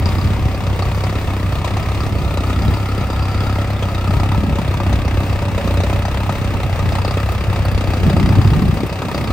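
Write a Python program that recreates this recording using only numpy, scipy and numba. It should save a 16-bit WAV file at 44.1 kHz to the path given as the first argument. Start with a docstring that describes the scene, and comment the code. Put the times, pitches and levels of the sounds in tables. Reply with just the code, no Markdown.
"""A four-cylinder diesel tractor hunts around 980 rpm, dragging a disc harrow over dry soil a few metres off.
Each firing excites block, sheet metal and exhaust resonances, harder while the governor regains speed.
Fan and soil are shaped noise; at the phone's two microphone ports gusts are low noise puffs and brief swings.
The bass drops after the strongest gust."""
import sys
import numpy as np
from scipy import signal
from scipy.fft import rfft, irfft
from scipy.io import wavfile
from scipy.ndimage import uniform_filter1d
from numba import njit

SR = 44100
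rng = np.random.default_rng(int(sys.argv[2]) if len(sys.argv) > 2 else 0)


def natural_amplitude(level_db):
    """Convert a level in decibels to a linear amplitude factor, elementwise."""
    exponent = np.asarray(level_db, float) / 20
    return 10 ** exponent


def int16_out(signal):
    """Quantize to a 16-bit WAV file."""
    q = np.round(np.clip(np.atleast_2d(signal).T, -1, 1) * 32767)
    wavfile.write(sys.argv[1], SR, q.astype(np.int16))


N = 411012
T = np.arange(N) / SR
HZ = np.maximum(np.arange(N // 2 + 1) * SR / N, 1)

# engine speed as it hunts: time_s, firings_per_s
SPEED = [(0.0, 30.41), (0.3, 33.67), (0.8, 31.98), (1.17, 34.25), (1.39, 31.6), (2.01, 34.21),
         (2.34, 31.23), (2.69, 33.85), (3.16, 32.5), (3.71, 34.01), (3.99, 30.98), (4.34, 34.35),
         (4.59, 32.42), (5.34, 32.37), (5.62, 30.84), (6.24, 33.58), (6.86, 30.49), (7.25, 33.96),
         (8.12, 30.4), (8.53, 34.11), (9.02, 31.63), (9.32, 31.52)]
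# spectrum of a knock, its overall level set later: freq_hz, relative_density_db
KNOCK = [(120, -61), (300, -21.5), (700, -20), (1300, -22), (1550, -22), (2700, -28), (3100, -28.5),
         (5000, -35), (6000, -45.5), (10000, -42), (16000, -50)]


def level(x, db):
    """Scale to an rms level in dB."""
    return x * natural_amplitude(db) / np.sqrt(np.mean(x ** 2))


def along(table, axis):
    """Columns of a table read along time or frequency."""
    points = np.array(table).T
    return [np.interp(axis, points[0], column) for column in points[1:]]


def colour(x, table):
    """Shape the spectrum by (Hz, dB) points on a log frequency axis."""
    hz, db = np.array(table).T
    gain = natural_amplitude(np.interp(np.log(HZ), np.log(hz), db))
    return irfft(rfft(x) * gain, N)


def split(x, hz, side="low"):
    """One side of a second-order Butterworth filter."""
    return signal.sosfilt(signal.butter(2, hz, side, fs=SR, output="sos"), x)


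def ring(x, hz, width):
    """A fixed resonance with gain 1 at its centre."""
    return signal.lfilter(*signal.iirpeak(hz, hz / width, fs=SR), x)


@njit
def sweep(x, hz, width):
    """State-variable band-pass whose centre moves."""
    out, band, low = np.empty(len(x)), 0., 0.
    for i in range(len(x)):
        g, damping = np.tan(np.pi * hz[i] / SR), width / hz[i]
        v = (band + g * (x[i] - low)) / (1 + g * (g + damping))
        band, low, out[i] = 2 * v - band, low + 2 * g * v, damping * v
    return out


def sweep_rows(x, hz, width):
    """The moving band-pass on each row of noise."""
    return np.array([sweep(row, hz, width) for row in x])


def walk(rate):
    """Random levels held 1 / rate s and smoothed twice."""
    hold = int(SR / rate)
    steps = np.repeat(rng.standard_normal(N // hold + 1), hold)
    return 1.16 * uniform_filter1d(uniform_filter1d(steps, hold), hold)[:N]


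def noise():
    """Three unrelated noises: one for both ports, one for the left alone, one for the right alone."""
    return rng.standard_normal((3, N))


def wind():
    """Turbulent puffs over a thin rumble at the microphones; strong gusts reach higher in pitch."""
    # gust strength before its random waver: time_s, level_db
    gusts = [(0, -20.5), (.3, -19.5), (.85, -22.5), (1.0, -25), (1.6, -23.5), (1.8, -21), (2.35, -22),
             (2.68, -16.5), (2.78, -30.5), (3.4, -23), (4.0, -31.5), (4.15, -20), (4.48, -16.5), (4.7, -20),
             (5.0, -17), (5.2, -22), (5.8, -19.5), (6.3, -24.5), (6.5, -19.5), (7.1, -22.5), (7.38, -28),
             (7.5, -20.5), (8.0, -18.5), (8.2, -14.5), (8.45, -15.5), (8.6, -13), (8.68, -15), (8.9, -19.5),
             (9.32, -15.5)]
    # buffeting spectrum before levelling: freq_hz, relative_density_db
    buffeting = [(12, -48), (24, -29), (34, -23), (55, -3.5), (95, -2.5), (210, -7), (430, -23),
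                 (800, -60.5)]
    eddies_per_s = 40
    gust_db, = along(gusts, T)
    gust_db = gust_db + 0.92 * walk(8.1)
    # each 10 ms slot may hold one eddy, each its own size
    chance = rng.random((N // 441, 2))
    size = (chance[:, 0] < eddies_per_s / 100) * natural_amplitude(4.0 * chance[:, 1])
    puffs = uniform_filter1d(uniform_filter1d(np.repeat(size, 441)[:N], 300), 300)
    eddies = colour(natural_amplitude(1.8 * walk(22)) * (0.83 + puffs) * noise(), buffeting)
    low = split(eddies, 130)
    bright = np.clip((gust_db + 25.5) / 13, 0, 1.6)
    high = bright * natural_amplitude(1.5 * walk(45)) * (eddies - low)
    return level(low + high, -0.11) * natural_amplitude(gust_db)


def thuds():
    """A hard eddy sucks the diaphragms out, then pushes them back: little more than one swing."""
    # hardest eddies, level scaling the swing: start_s, level_db, pitch_hz
    hard_eddies = [(0.247, -13, 84.5), (0.45, -7.5, 121), (0.669, -11, 152), (0.898, -12, 113),
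                   (2.471, -11, 83.4), (2.673, -2.5, 105), (4.089, -7, 171), (4.161, -2, 113),
                   (4.289, -8, 91), (4.372, -5, 125), (4.435, -8, 200), (4.502, -9, 170), (4.516, -7, 90.5),
                   (4.583, -10, 207), (4.984, -4.5, 75), (7.471, -7, 87.5), (7.738, -5, 71),
                   (8.061, -13, 191), (8.159, -12, 149), (8.231, -5.5, 97.6), (8.29, -9.5, 110),
                   (8.378, 1, 100.5), (8.51, -5, 102), (8.569, -15, 110), (8.59, -9, 191),
                   (8.629, -10, 105), (8.688, -5, 101), (8.723, -6, 150), (8.831, -6, 303)]
    swings = np.zeros(N)
    for start_s, level_db, pitch_hz in hard_eddies:
        age = T - start_s - 1.297 / pitch_hz  # s from the middle of the swing
        envelope = np.exp(-(age * pitch_hz / 0.55) ** 2)
        swings += natural_amplitude(level_db) * envelope * np.sin(2 * np.pi * pitch_hz * age)
    # shares: both ports, left alone, right alone
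    return swings * np.array([[1], [.4], [-.4]])


def harrow():
    """Fan hiss and clods tumbling off the discs: noise that flickers, its treble by itself."""
    # fan and soil spectrum before levelling: freq_hz, relative_density_db
    spectrum = [(60, -12.5), (200, -20), (420, -23.5), (700, -24.5), (1300, -30), (1550, -31), (2700, -34),
                (3100, -38), (6000, -48), (10000, -53), (16000, -52.5)]
    flicker_db = .6 * walk(3) + 1.2 * walk(25)
    hiss = level(colour(natural_amplitude(flicker_db) * noise(), spectrum), -25.5)
    treble = split(hiss, 3000, "high")
    return hiss + (natural_amplitude(0.95 * walk(14)) - 1) * treble


def firings():
    """Crank timing: number of the current firing, seconds since it, and chance values for each firing."""
    rate, = along(SPEED, T)
    turns = .32 + np.cumsum(rate) / SR  # in firings
    count = turns.astype(int)
    return count, (turns - count) / rate, rng.standard_normal((count[-1] + 1, 20))


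def load():
    """Slow levels as the tractor turns side-on, plus fuel that follows the gain in engine speed."""
    # before fuel is added: time_s, knock_db, bonnet_panel_db, tin_rattle_db,
    # drifting_resonance_hz, drifting_resonance_db, exhaust_db
    levels = [(0, -35.5, -36, -43.5, 1160, -38.5, -21.5), (1.2, -32.5, -42, -49, 1197, -35.5, -20.5),
              (2.4, -32.5, -37, -47, 1264, -31.5, -21.5), (3.3, -34, -39, -46, 1306, -30.5, -19),
              (4.6, -31.5, -33.5, -50.5, 1257, -31.5, -19.5), (5.1, -32.5, -33, -51, 1160, -34, -19.5),
              (5.65, -31, -26, -49, 1220, -39, -20), (6.2, -31.5, -35, -67, 1280, -35.5, -19.5),
              (7.1, -32, -34.5, -44, 1233, -33, -21), (8.1, -30, -34, -44.5, 1237, -32, -17.5),
              (8.9, -32, -32, -43.5, 1220, -36.5, -24.5), (9.32, -29.5, -41, -36, 1250, -30, -20)]
    # dB for each firing per second gained in a second: knock, panel, tin, drifting resonance, exhaust
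    fuel_db = [0.17, 0.11, 0.52, 0.21, 0.18]
    knock_db, panel_db, tin_db, ridge_hz, ridge_db, thump_db = along(levels, T)
    rate, = along(SPEED, T)
    governor_s = 0.19  # the gain in speed is averaged over this time
    fuel = uniform_filter1d(np.gradient(rate) * SR, int(governor_s * SR))
    slow_db = np.array([knock_db, panel_db, tin_db, ridge_db, thump_db])
    return ridge_hz, slow_db + np.outer(fuel_db, fuel)


def strokes(count, since, chance, cylinder_db, knock_db):
    """Size and lateness of each combustion: its cylinder and chance, or a set hard knock."""
    # hardest knocks, level aimed at their peak: start_s, level_db
    hard = [(0.791, -16.5), (0.822, -18), (1.037, -14), (1.644, -15.5), (2.372, -19), (3.824, -16.5),
            (3.946, -18.5), (4.074, -23), (4.198, -17.5), (4.232, -16), (4.317, -15), (4.801, -15.5),
            (4.864, -18.5), (4.927, -15.5), (5.171, -19), (5.578, -14.5), (5.673, -16), (5.835, -16),
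            (5.928, -16.5), (6.293, -14.5), (6.791, -13.5), (6.95, -15.5), (7.048, -16), (7.078, -17),
            (7.171, -13.5), (7.935, -17), (8.097, -15), (8.165, -13.5)]
    late_s = np.abs(0.00112 * chance[:, 0])
    size_db = cylinder_db + 1.7 * np.clip(chance[:, 1], -3, 1.5)
    start_s, hard_db = np.transpose(hard)
    at = ((start_s + 0.00734) * SR).astype(int)
    crest_db = 11  # a typical knock peaks this far above the knock level
    size_db[count[at]] = hard_db - knock_db[at] - crest_db
    late_s[count[at]] = np.clip(since[at] - 0.008, 0, 0.01)
    return size_db, late_s


def burst(count, age, size_db, decay_s, rise_s):
    """Envelope of each combustion: quick rise, slower fall, every one its own size."""
    return natural_amplitude(size_db[count]) * (1 - np.exp(-age / rise_s)) * np.exp(-age / decay_s)


def piston_clonk(count, age, chance, size_db):
    """Each ignition slaps the piston: two or three swings that swell, die and sag, at their own pitch."""
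    swell_s = .0019
    pitch_hz = 720 * np.exp(0.3 * np.clip(chance[count, 18], -2, 2) - age / 0.025)
    swell = (age / swell_s * np.exp(1 - age / swell_s)) ** 2
    clonk_db = -7 + size_db[count] + 0.8 * np.clip(chance[count, 19], -2, 1)
    return natural_amplitude(clonk_db) * swell * np.sin(2 * np.pi * (pitch_hz * age + chance[count, 3]))


def block_knock(count, age, chance, size_db, blows):
    """Combustion blows and piston clonk, with the ringing modes of block and covers."""
    # modes of block and covers, before each stroke's own share: pitch_hz, width_hz, relative_db
    modes = [(350, 29, 8.5), (935, 100, 12.5), (1830, 130, -6), (2070, 720, -8), (2550, 230, -0.5),
             (3700, 380, -5.5), (5900, 170, -9.5)]
    # no two strokes strike the block alike
    block = 0
    for k, (pitch_hz, width_hz, mode_db) in enumerate(modes):
        share_db = mode_db + 7.0 * np.clip(chance[count, 6 + k], -2, 1.2)
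        block = block + ring(natural_amplitude(share_db) * blows, pitch_hz, width_hz)
    # hard strokes gain only bass; the treble of a stroke varies on its own
    body = split(blows, 1500)
    edge_gain = natural_amplitude(chance[count, 5] - size_db[count]) * (0.28 + 1.2 * np.exp(-age / 0.0098))
    edge = (blows - body) * edge_gain
    # the topmost fizz varies again by itself
    fizz = split(edge, 7000, "high")
    edge = edge + (natural_amplitude(4.2 * chance[count, 16]) - 1) * fizz
    direct = colour(body + edge + piston_clonk(count, age, chance, size_db), KNOCK)
    return level(level(direct, 0) + level(block, -7.0), 2.43)


def bonnet_panel(blows):
    """The bonnet panel rings low under the blows and a little steady noise."""
    return level(ring(ring(blows + .5 * noise(), 569.6, 22.0), 558, 50), -4.5)


def drifting_resonance(blows, ridge_hz):
    """A broad resonance near 1.2 kHz that slowly drifts, perhaps the ground echo."""
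    driven = blows + 0.4 * noise()
    return level(sweep_rows(sweep_rows(driven, ridge_hz, 190.0), ridge_hz, 370.0), -2.8)


def tin_rattle(count, age, chance, size_db):
    """Loose sheet metal rattles at another pitch on every stroke."""
    shake_db = 5.5 * np.clip(chance[:, 2], -2, 1.5) + 1.1 * size_db
    shake = burst(count, age, shake_db, decay_s=0.0072, rise_s=0.00032)
    tin_hz = uniform_filter1d(4720 + 120 * chance[count, 17], 64)
    return level(sweep_rows(ring((shake + 0.074) * noise(), 3960, 1400), tin_hz, 280.0), -1.3)


def ringing_metal(gate, blows):
    """A cover sings in a narrow band and the tin holds a lasting three-part ring."""
    # time_s, singing_cover_db, lasting_tin_ring_db
    levels = [(0, -38, -55), (.5, -40, -65), (1.2, -41, -66), (2.2, -47.5, -64), (2.9, -45, -49),
              (3.3, -36.5, -40.5), (3.9, -45, -62), (5, -52, -57), (6.6, -67, -59), (7.3, -53, -53),
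              (8.2, -40, -47), (9.32, -43, -64)]
    cover_db, lasting_db = along(levels, T)
    cover = ring(ring(blows + .5 * noise(), 757.0, 17.0), 777, 37)
    lasting = sum(ring((gate / gate.mean() + 0.4) * noise(), hz, 45.0) for hz in (4640, 4760, 4900))
    return level(cover, 0) * natural_amplitude(cover_db) + level(lasting, 0) * natural_amplitude(lasting_db)


def small_parts(count, chance, gate):
    """Small parts chime briefly, each stroke at its own pitch, beside a metallic jangle near 2.7 kHz."""
    # time_s, chime_db, jangle_db
    levels = [(0, -51, -50), (1.8, -50, -50), (2.4, -45, -48), (3.3, -46, -48), (4.3, -50, -47),
              (5, -50, -43), (7.7, -50, -43), (8.2, -47, -43), (9.32, -51, -46)]
    chime_db, jangle_db = along(levels, T)
    chime_hz = 5200 * np.exp(0.238 * np.clip(chance[count, 15], -2, 2))
    chime = sweep_rows(sweep_rows(gate * noise(), chime_hz, 260.0), chime_hz, 420.0)
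    jangle = ring(ring(np.sqrt(gate) * noise(), 2610, 240.0), 2650, 330.0)
    return level(colour(chime, KNOCK), 0) * natural_amplitude(chime_db) + level(jangle, 0) * natural_amplitude(jangle_db)


def exhaust(count, chance, cylinder_db):
    """One puff of gas a firing reaches the stack a little later and rings its pipe tones."""
    # pipe tones before wavering and levelling: pitch_hz, width_hz, relative_db, signed_gain
    stack = [(33, 40, -15, 0.84), (65.8, 49, -2.5, -0.61), (95.2, 37.8, 0.5, 0.87), (134, 12, -33, -0.48),
             (194, 53, -10, -0.45), (275.5, 107, -14.5, 0.64)]
    delay_s, waver_db = 0.0028, 2.2  # waver scale at 200 Hz; higher tones waver more
    jitter = (0.0002 * SR * chance[1:, 3]).astype(int)
    at = np.flatnonzero(np.diff(count)) + int(delay_s * SR) + jitter
    puffs = np.zeros(N)
    puffs[np.clip(at, 0, N - 1)] = natural_amplitude(0.46 * cylinder_db[1:] + 1.0 * chance[1:, 4])
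    tones = 0
    for hz, width, tone_db, sign in stack:
        gain = sign * natural_amplitude(tone_db + waver_db * hz / 200 * walk(7))
        tones = tones + gain * ring(ring(puffs, hz, width), hz, width)
    return level(tones, 0)


def engine():
    """Block knock, ringing and rattling metal and the exhaust thump, all on one crank."""
    # the four cylinders in firing order: relative_db
    cylinders = [-1.55, -3.1, 1.5, -1]
    count, since, chance = firings()
    cylinder_db = np.resize(cylinders, len(chance))
    ridge_hz, (knock_db, panel_db, tin_db, ridge_db, thump_db) = load()
    size_db, late_s = strokes(count, since, chance, cylinder_db, knock_db)
    age = np.maximum(since - late_s[count], 0)  # s since combustion
    gate = burst(count, age, size_db, decay_s=0.012, rise_s=0.0017)
    # a fast random waver roughens each burst
    blows = gate * natural_amplitude(0.55 * walk(400)) * noise()
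    sound = block_knock(count, age, chance, size_db, blows) * natural_amplitude(knock_db)
    sound = sound + bonnet_panel(blows) * natural_amplitude(panel_db)
    sound = sound + drifting_resonance(blows, ridge_hz) * natural_amplitude(ridge_db)
    sound = sound + tin_rattle(count, age, chance, size_db) * natural_amplitude(tin_db)
    sound = sound + ringing_metal(gate, blows) + small_parts(count, chance, gate)
    thump = exhaust(count, chance, cylinder_db) * natural_amplitude(thump_db)
    # thump shares: both ports, left alone, right alone
    return sound + thump * np.array([[1], [.6], [.6]])


def dips(x):
    """Take out part of two narrow bands that slide as the tractor turns, likely the ground echo."""
    # time_s, upper_hz, upper_depth (0-1), lower_hz, lower_depth (0-1)
    valleys = [(0, 1540, 0.34, 810, 0.45), (1.5, 1550, 0.43, 800, 0.4), (1.9, 1400, 0.8, 860, 0.4),
               (2.15, 1600, 0.9, 1080, 0.5), (3.5, 1500, 0.5, 1110, 0.1), (4.3, 1500, 0.6, 1090, 0.44),
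               (5.2, 1370, 0.2, 1090, 0), (6.3, 1450, 0.25, 1010, 0), (7.0, 1440, 0.46, 960, 0.3),
               (7.6, 1460, 0.2, 955, .5), (9.32, 1450, .4, 1040, 0.1)]
    upper_hz, upper, lower_hz, lower = along(valleys, T)
    for hz, depth, width in [(upper_hz, upper, 200.0), (lower_hz, lower, 90.0)]:
        x = x - np.clip(depth, 0, 1) * sweep_rows(x, hz, width)
    return x


def scene():
    """Each microphone port hears the common sound, shifted in phase, and a part of its own."""
    # freq_hz, common_power_share (0-1), left_lead_rad, left_minus_right_db
    port_table = [(0, .86, .1, .3), (250, .84, .15, .3), (700, .95, .1, 0), (1000, .85, .5, 4.5),
                  (1300, .88, 0, 1.5), (1550, .5, .6, 2.5), (2000, .75, 0, 2), (3000, .65, 1.9, -1.5),
                  (3600, .5, .8, 1.5), (4200, .25, 1, 2), (4600, .6, -.6, 1.5), (5700, .55, .7, 3),
                  (7500, .45, 1.6, 5), (8300, .92, 0, .5), (10200, .85, -2.3, 0), (10600, .995, -3, 0),
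                  (11700, .995, -3.3, 0), (13000, .8, -5, 0), (14000, .99, -6.28, 0), (16000, .9, -6.5, 0)]
    both, left, right = rfft(dips(engine() + harrow()) + wind() + thuds())
    alike, lead, balance_db = along(port_table, HZ)
    turn, tilt = np.exp(.5j * lead), natural_amplitude(balance_db / 2)
    common, own = np.sqrt(alike) * both, np.sqrt(1 - alike)
    ports = [(common * turn + own * left) * tilt, (common / turn + own * right) / tilt]
    return irfft(np.array(ports), N)


def top_cut(x):
    """Nothing passes above the cut-off."""
    return signal.sosfilt(signal.butter(12, 15900, fs=SR, output="sos"), x)


def record(dry):
    """Deep bass is cut, and more bass near the end; top treble is band-limited; loud peaks are rounded."""
    cut_s, cut_hz = 8.76, 160
    bass = signal.sosfilt(signal.butter(1, cut_hz, fs=SR, output="sos"), dry)
    cut = 0.9 * np.clip((T - cut_s) / 0.015, 0, 1)
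    thin = signal.sosfilt(signal.butter(4, 28, "high", fs=SR, output="sos"), dry - cut * bass)
    thin = signal.sosfilt(signal.ellip(8, .2, 70, 15700, fs=SR, output="sos"), thin)
    # soft rounding, then a hard stop at full scale
    mix = np.clip(1.333 * np.tanh(thin / 1.282), -1, 1)
    return top_cut(mix)


dry = scene()
out = record(dry)
int16_out(out)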